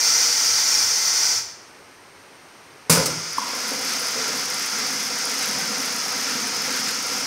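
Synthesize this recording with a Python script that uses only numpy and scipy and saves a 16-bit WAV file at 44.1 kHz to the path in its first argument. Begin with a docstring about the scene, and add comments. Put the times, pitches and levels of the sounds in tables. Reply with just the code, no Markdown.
"""Air hisses from an exhaust silencer in a hard-walled workshop as a pneumatic piston filler draws
liquid in, with a few dull bumps, and stops. After a pause the valves dump their air with a blast, the
actuator clunks in the frame and a second silencer hisses. A jet of liquid lands with a plop and keeps
splashing into a large plastic drum, where trapped bubbles ring and stir the air modes."""
import sys
import numpy as np
from scipy import signal
from scipy.fft import rfft, irfft
from scipy.io import wavfile
from scipy.ndimage import uniform_filter1d

SR = 44100
rng = np.random.default_rng(int(sys.argv[2]) if len(sys.argv) > 2 else 0)


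def unload_wav(signal):
    """Save mono or channel-first audio to the path in sys.argv[1] as 16-bit WAV at rate SR, clipped to [-1, 1]."""
    wavfile.write(
        sys.argv[1],
        SR,
        np.round(np.clip(np.atleast_2d(signal).T, -1, 1) * 32767).astype(np.int16),
    )


N = 320166
TIME = np.arange(N) / SR


def undb(db):
    """Decibels to gain."""
    return 10 ** (np.asarray(db) / 20)


def unit(x):
    """Scale to rms 1."""
    return x / np.sqrt(np.mean(x ** 2))


def noise():
    """White noise."""
    return rng.standard_normal(N)


def walk(rate_hz):
    """Smooth random wander, spread near 1."""
    step = int(SR / rate_hz)
    return 1.2 * uniform_filter1d(np.repeat(noise()[:N // step + 1], step), step)[:N]


def convolve(x, response):
    """Convolution cut to N samples."""
    return signal.fftconvolve(x, response)[:N]


def colour(x, points, size=4096):
    """Minimum-phase filter through (frequency [Hz], gain [dB]) points."""
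    hz, db = np.transpose(points)
    bins_hz = np.maximum(np.fft.rfftfreq(size, 1 / SR), 1)
    gain = undb(np.interp(np.log(bins_hz), np.log(hz), db))
    cepstrum = irfft(np.log(gain))
    cepstrum[1:size // 2] *= 2
    cepstrum[size // 2 + 1:] = 0
    return convolve(x, irfft(np.exp(rfft(cepstrum))))


def resonate(x, modes):
    """Parallel band-passes: (frequency [Hz], width [Hz], gain [dB])."""
    return sum(undb(db) * signal.lfilter(*signal.iirpeak(hz, hz / width_hz, fs=SR), x)
               for hz, width_hz, db in modes)


def narrowband(x, modes):
    """Two passes through the same resonances, rms 1."""
    return unit(resonate(resonate(x, modes), modes))


def fade(start_s, t60_s, rise_s=0.0018):
    """Exponential attack and decay."""
    age_s = np.maximum(TIME - start_s, 0)
    return (1 - np.exp(-age_s / rise_s)) * np.exp(-np.minimum(np.log(1000) * age_s / t60_s, 100))


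def ramp(start_s, length_s):
    """Linear rise from 0 to 1."""
    return np.clip((TIME - start_s) / length_s, 0, 1)


def room(x, wet_db, t60_s=0.75, treble_t60_s=0.37, crossover_hz=7500):
    """Direct sound plus dense wall reflections; treble dies first."""
    low = signal.sosfilt(signal.butter(2, crossover_hz, fs=SR, output="sos"), noise())
    high = signal.sosfilt(signal.butter(2, crossover_hz, "high", fs=SR, output="sos"), noise())
    tail = (low * fade(0.0019, t60_s) + high * fade(0.002, treble_t60_s))[:SR]
    wet = undb(wet_db)
    return (x + wet * convolve(x, tail / np.linalg.norm(tail))) / np.hypot(1, wet)


def silencer(flow, spectrum, modes, flutter_db):
    """Turbulent air leaves a porous silencer, ringing its cavity and the steel housing."""
    turbulence = noise()
    hiss = unit(colour(turbulence + resonate(turbulence, modes), spectrum))
    return hiss * flow * undb(flutter_db * walk(30))


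# First silencer, hiss: (frequency [Hz], gain [dB])
DRAW_SPECTRUM = [(70, -26), (200, -30.5), (450, -28), (1400, -18.5), (2200, -18), (2900, -20),
                 (3900, -16.5), (4800, -5.5), (6100, -4), (6900, -12), (7900, -17), (9000, -16),
                 (9700, -24), (15500, -26.5)]
# Its cavity and housing: (frequency [Hz], width [Hz], gain re plain hiss [dB])
DRAW_MODES = [(287, 28, 5.5), (473, 35, 11.5), (686, 28, 4.5), (876, 120, 5.5), (1080, 32, -1),
              (1332, 48, 8), (1475, 90, 2), (1860, 67, 2.5), (2050, 65, 4), (2332, 40, 6.5), (3140, 28, 0),
              (3470, 40, 0), (4463, 22, 8.5), (4880, 22, 3.5), (5170, 65, -3.5), (5456, 46, 4),
              (5680, 18, -2), (5810, 25, 4.5), (5852, 32, 0.5), (6380, 59, 2.5), (7020, 40, 4),
              (7130, 30, 3.5), (8700, 50, 2.5), (9200, 120, -4), (10200, 100, -1), (10500, 70, 1),
              (11700, 160, -3), (13600, 120, -2), (14500, 240, 0)]


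def draw_exhaust(stop_s=1.366, sag_db_per_s=1.4, release_db_per_s=190):
    """Drawing stroke: the hiss sags with the pressure and dies at the piston's stop."""
    stopped_s = np.maximum(TIME - stop_s, 0)
    flow = undb(-18.5 - sag_db_per_s * TIME - release_db_per_s * stopped_s)
    return silencer(flow, DRAW_SPECTRUM, DRAW_MODES, flutter_db=0.97)


# Workshop background: (frequency [Hz], gain [dB])
SHOP_SPECTRUM = [(30, -12), (85, -9.5), (200, -9), (390, -4), (600, -7.5), (1000, -6.5), (2200, -9.5),
                 (3600, -18), (4300, -16), (6000, -15.5), (7400, -25.5), (11500, -27.5), (13400, -32),
                 (15500, -36)]


def workshop():
    """Soft room noise and the thin hiss of a leaking fitting."""
    background = undb(-46.5) * unit(colour(noise(), SHOP_SPECTRUM)) * undb(0.5 * walk(4.3))
    leak = undb(-63) * narrowband(noise(), [(8560, 650, 0), (8870, 550, -1)])
    return background + leak


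# Piston bumps, drawing stroke: (time [s], level [dB])
PISTON_BUMPS = [(.485, -40), (.825, -42), (1.345, -37.5)]


def piston_bumps():
    """The sliding piston nudges the bench, which thuds."""
    push = sum(undb(db) * fade(s, t60_s=0.22, rise_s=0.0096) for s, db in PISTON_BUMPS)
    return narrowband(noise(), [(97, 42, 0)]) * push


# Valve air dumps: (time [s], level [dB], t60 [s])
VALVE_BLASTS = [(2.896, -9, 0.28), (2.912, -27, 0.14), (3.057, -14, 0.066)]
# Dumped air: (frequency [Hz], gain [dB])
BLAST_SPECTRUM = [(350, -37), (600, -7), (716, -34), (966, -8), (1450, -8), (1690, -15), (2100, -10),
                  (2830, -10.5), (3070, -19), (4750, -3), (7430, -4.5), (8870, -4), (15500, -17)]


def valve_blasts():
    """Small chambers empty at once; each hiss falls with the pressure."""
    pressure = sum(undb(db) * fade(s, t60_s, rise_s=0.0015) for s, db, t60_s in VALVE_BLASTS)
    return unit(colour(noise(), BLAST_SPECTRUM)) * pressure


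# Actuator blows: (time [s], relative level [dB])
ACTUATOR_KNOCKS = [(2.897, -12.5), (2.916, -24.5), (2.935, -32), (2.973, -14.5), (3.001, -23)]
# Frame and bench: (frequency [Hz], t60 [s], gain [dB])
FRAME_MODES = [(92, 0.23, -23), (134, 0.26, -11), (165.4, 0.36, 7.5), (254, 0.42, -6.5), (295, .3, -4),
               (417, 0.22, -26), (489, 0.13, 5), (530, 0.14, 3), (680, 0.048, -10), (909, 0.18, -3),
               (993, .12, -1), (1430, 0.019, 7.5), (2050, 0.032, 1)]


def actuator_knocks():
    """Each blow of the valve actuator rings the frame; loose fittings rattle along."""
    blows = np.zeros(N)
    for s, db in ACTUATOR_KNOCKS:
        blows[int(s * SR)] += undb(db)
    t = TIME[:SR]
    ring = sum(undb(db - 60 * t / t60_s) * np.sin(2 * np.pi * hz * t) for hz, t60_s, db in FRAME_MODES)
    rattle_spectrum = [(55, -46), (100, -2), (520, -3), (700, -7), (1200, -14), (3000, -14.5),
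                       (9000, -47)]
    rattle = unit(colour(noise(), rattle_spectrum)) * fade(ACTUATOR_KNOCKS[0][0], t60_s=0.8)
    return undb(-9) * convolve(blows, ring) + undb(-20.5) * rattle


# Second silencer, hiss: (frequency [Hz], gain [dB])
FILL_SPECTRUM = [(70, -34), (200, -14.5), (600, -12.5), (1400, -5), (2200, -6), (3000, -9.5), (3900, -9.5),
                 (4800, 2), (6300, 2), (7300, -9.5), (8150, -15.5), (8900, -8), (9800, -18.5),
                 (15500, -22.5)]
# Its cavity and housing: (frequency [Hz], width [Hz], gain re plain hiss [dB])
FILL_MODES = [(160, 12, 4), (1270, 29, 4.5), (1366, 78, 4.5), (2034, 35, 1), (2107, 34, 4.5), (2296, 46, 2),
              (3445, 50, 0.5), (4640, 30, -17), (4640, 30, -6), (5030, 51, 0.5), (5200, 35, 4),
              (5490, 25, -2.5), (5780, 40, -6), (6320, 21, 0), (7760, 150, -7), (8830, 50, -4)]


def fill_exhaust(start_s=2.92, attack_s=0.018):
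    """Filling stroke: stored pressure surges out, then the hiss follows the piston's speed."""
    surge = undb(-19.5) * fade(start_s, t60_s=0.64, rise_s=attack_s)
    speed = undb(-3.5 * (1 - ramp(start_s=3.46, length_s=0.36)))
    running = undb(-27) * speed * ramp(start_s, attack_s)
    return silencer(np.hypot(surge, running), FILL_SPECTRUM, FILL_MODES, flutter_db=0.46)


# Sharpest drop impacts: (time [s], relative level [dB])
SPATTER_HITS = [(3.33, -16), (3.3799, -15), (3.813, -14), (3.995, -15), (4.5423, -13), (5.254, -8.5),
                (5.3889, -13), (5.4757, -13), (5.9631, -11), (6.2963, -14)]
# Drop slap: (frequency [Hz], gain [dB])
SPATTER_SPECTRUM = [(500, -20), (3000, -28), (7500, -3.5), (10000, 8.5), (12500, -5.5), (15500, -7)]


def spatters():
    """Single drops slap the surface."""
    slaps = sum(undb(db) * fade(s, t60_s=0.011, rise_s=0.0006) for s, db in SPATTER_HITS)
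    return undb(-6.5) * unit(colour(noise(), SPATTER_SPECTRUM)) * slaps


JET_LANDS_S = 3.36
# Spurts of the jet: (time [s], gain [dB])
JET_SPURTS = [(3.72, 2.5), (3.93, 1), (4.27, 1), (6.1, 1), (6.73, 2.5)]


def jet_flow(spurt_width_s=0.048):
    """Jet strength at the surface: builds, spurts and wavers."""
    build_db = -3 * (1 - ramp(JET_LANDS_S, length_s=0.42))
    spurt_db = sum(db * np.exp(-np.minimum(((TIME - s) / spurt_width_s) ** 2, 20))
                   for s, db in JET_SPURTS)
    waver_db = 0.5 * walk(8)
    return ramp(JET_LANDS_S, length_s=0.016) * undb(build_db + spurt_db + waver_db)


def drops(rate_hz, spread_db, max_spreads=3.45):
    """Random impacts, many small, a few large."""
    size = undb(spread_db * np.minimum(rng.exponential(size=N), max_spreads))
    return (rng.random(N) < rate_hz / SR) * size * np.sign(noise())


# Jet impact: (frequency [Hz], gain [dB])
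SPLASH_SPECTRUM = [(150, -27.5), (400, -2), (600, -12.5), (1000, -10.5), (1400, 4), (2300, 1), (3300, -2.5),
                   (5000, 2.5), (7500, -3.5), (10000, -12), (13000, -13.5), (15500, -20)]


def splash():
    """The jet hits the liquid as dense, uneven impacts."""
    impacts = drops(rate_hz=5000, spread_db=3) * undb(1.86 * walk(22))
    return unit(colour(impacts, SPLASH_SPECTRUM))


# Fine droplets: (frequency [Hz], gain [dB])
SPRAY_SPECTRUM = [(3000, -30), (7500, -5), (9800, 4.5), (11200, -1), (12700, -2), (15500, -8)]


def spray():
    """Droplets land beside the jet, each a few milliseconds of crackle."""
    landings = drops(rate_hz=200, spread_db=5.5, max_spreads=2.64)
    burst = fade(0, t60_s=0.0068, rise_s=0.0002)[:SR]
    energy = convolve(landings ** 2, burst ** 2)
    return unit(colour(noise() * np.sqrt(np.abs(energy)), SPRAY_SPECTRUM))


def bubbles(count, low_hz, high_hz, q, glide, spread_db):
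    """Air dragged under by the jet rings as bubbles, each rising in pitch as it dies."""
    out = np.zeros(N + SR)
    for when, pitch, size in rng.random((count, 3)):
        hz = low_hz * (high_hz / low_hz) ** pitch
        t = np.arange(int(2 * q / hz * SR)) / SR
        age = t * hz / q
        start = int(SR * (JET_LANDS_S + when * (TIME[-1] - JET_LANDS_S)))
        ring = np.sin(2 * np.pi * hz * t * (1 + glide * age)) * np.exp(-np.pi * age)
        out[start:start + len(t)] += undb(-spread_db * np.log(size + 0.02)) * ring
    return unit(out[:N])


# Air in the drum: (frequency [Hz], width [Hz], gain [dB])
DRUM_MODES = [(165, 42, -6), (226, 7.4, 5), (271.3, 42, 7), (486, 68, 10), (729, 57, 8), (942, 71, 10)]


def drum_churn(flow):
    """Big bubbles and the thrashing jet excite the drum's air, harder at each glug."""
    gulps = bubbles(count=340, low_hz=169, high_hz=614, q=5.4, glide=0.057, spread_db=1)
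    thrash_spectrum = [(50, -27), (150, 6), (1000, -1), (3000, -12)]
    thrash = unit(colour(drops(rate_hz=900, spread_db=3), thrash_spectrum))
    boom = undb(-1) * unit(resonate(undb(-6.5) * gulps + thrash, DRUM_MODES))
    steady = flow * undb(-39.5 + 1.4 * walk(12))
    glug_power = sum((undb(-4) * glug_envelope(s, db)) ** 2 for s, _, db in AIR_POCKETS)
    return boom * np.sqrt(steady ** 2 + glug_power)


def pour():
    """Splash, spray, small bubbles and drum boom follow one jet flow."""
    flow = jet_flow()
    fizz = bubbles(count=1200, low_hz=620, high_hz=3780, q=14, glide=0.086, spread_db=2)
    surface = undb(-32.5) * splash() + undb(-41) * spray() + undb(-45) * fizz
    return surface * flow + drum_churn(flow)


def plop(centre_s=3.3848, pitch_hz=1024, width_s=0.0022):
    """The head of the jet traps one big bubble that swells and dies within a few cycles."""
    t = TIME - centre_s
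    swell = np.exp(-np.minimum((t / width_s) ** 2, 100))
    return undb(-9) * swell * np.sin(2 * np.pi * pitch_hz * t)


def glug_envelope(start_s, level_db):
    """Collapse of one air pocket."""
    return undb(level_db) * fade(start_s, t60_s=0.29, rise_s=0.007)


# Air pockets collapsing under the jet: (time [s], pitch [Hz], level [dB])
AIR_POCKETS = [(3.525, 496, -34), (3.707, 497, -31), (3.83, 235, -32), (4.155, 470, -28.5),
               (4.265, 280, -32.5), (4.28, 486, -36), (4.33, 235, -35), (4.775, 228, -33), (5.32, 241, -38),
               (5.47, 248, -32.5), (5.48, 495, -37), (5.6, 220, -34), (5.7, 220, -37), (6.299, 245, -37),
               (6.44, 490, -36), (6.55, 238, -39), (6.69, 270, -35), (6.79, 230, -34), (6.951, 275, -34.5)]


def glugs(q=3.6):
    """Each pocket breaks into like-sized bubbles ringing around one pitch."""
    stir = noise()
    return sum(narrowband(stir, [(hz, hz / q, 0)]) * glug_envelope(s, db) for s, hz, db in AIR_POCKETS)


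def scene():
    """Machine and drum in one room; two identical channels."""
    hiss = room(draw_exhaust() + fill_exhaust(), wet_db=-8, t60_s=0.65, treble_t60_s=0.25)
    frame = room(piston_bumps() + actuator_knocks(), wet_db=-4, t60_s=0.69)
    valves = room(valve_blasts(), wet_db=-6.5)
    liquid = room(spatters() + pour() + glugs(), wet_db=-7.5, treble_t60_s=0.39)
    landing = room(plop(), wet_db=-5.5, t60_s=1.3)
    return np.tile(hiss + workshop() + frame + valves + liquid + landing, (2, 1))


def record(dry, low_cut_hz=76, high_cut_hz=15700):
    """Deep bass cut, faint rumble added, top cut."""
    thin = signal.sosfilt(signal.butter(8, low_cut_hz, "high", fs=SR, output="sos"), dry)
    rumble = undb(-76.5) * unit(colour(noise(), [(15, -10), (45, 3), (70, -15), (150, -30)]))
    return signal.sosfilt(signal.ellip(12, 0.1, 80, high_cut_hz, fs=SR, output="sos"), thin + rumble)


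dry = scene()
out = record(dry)
unload_wav(out)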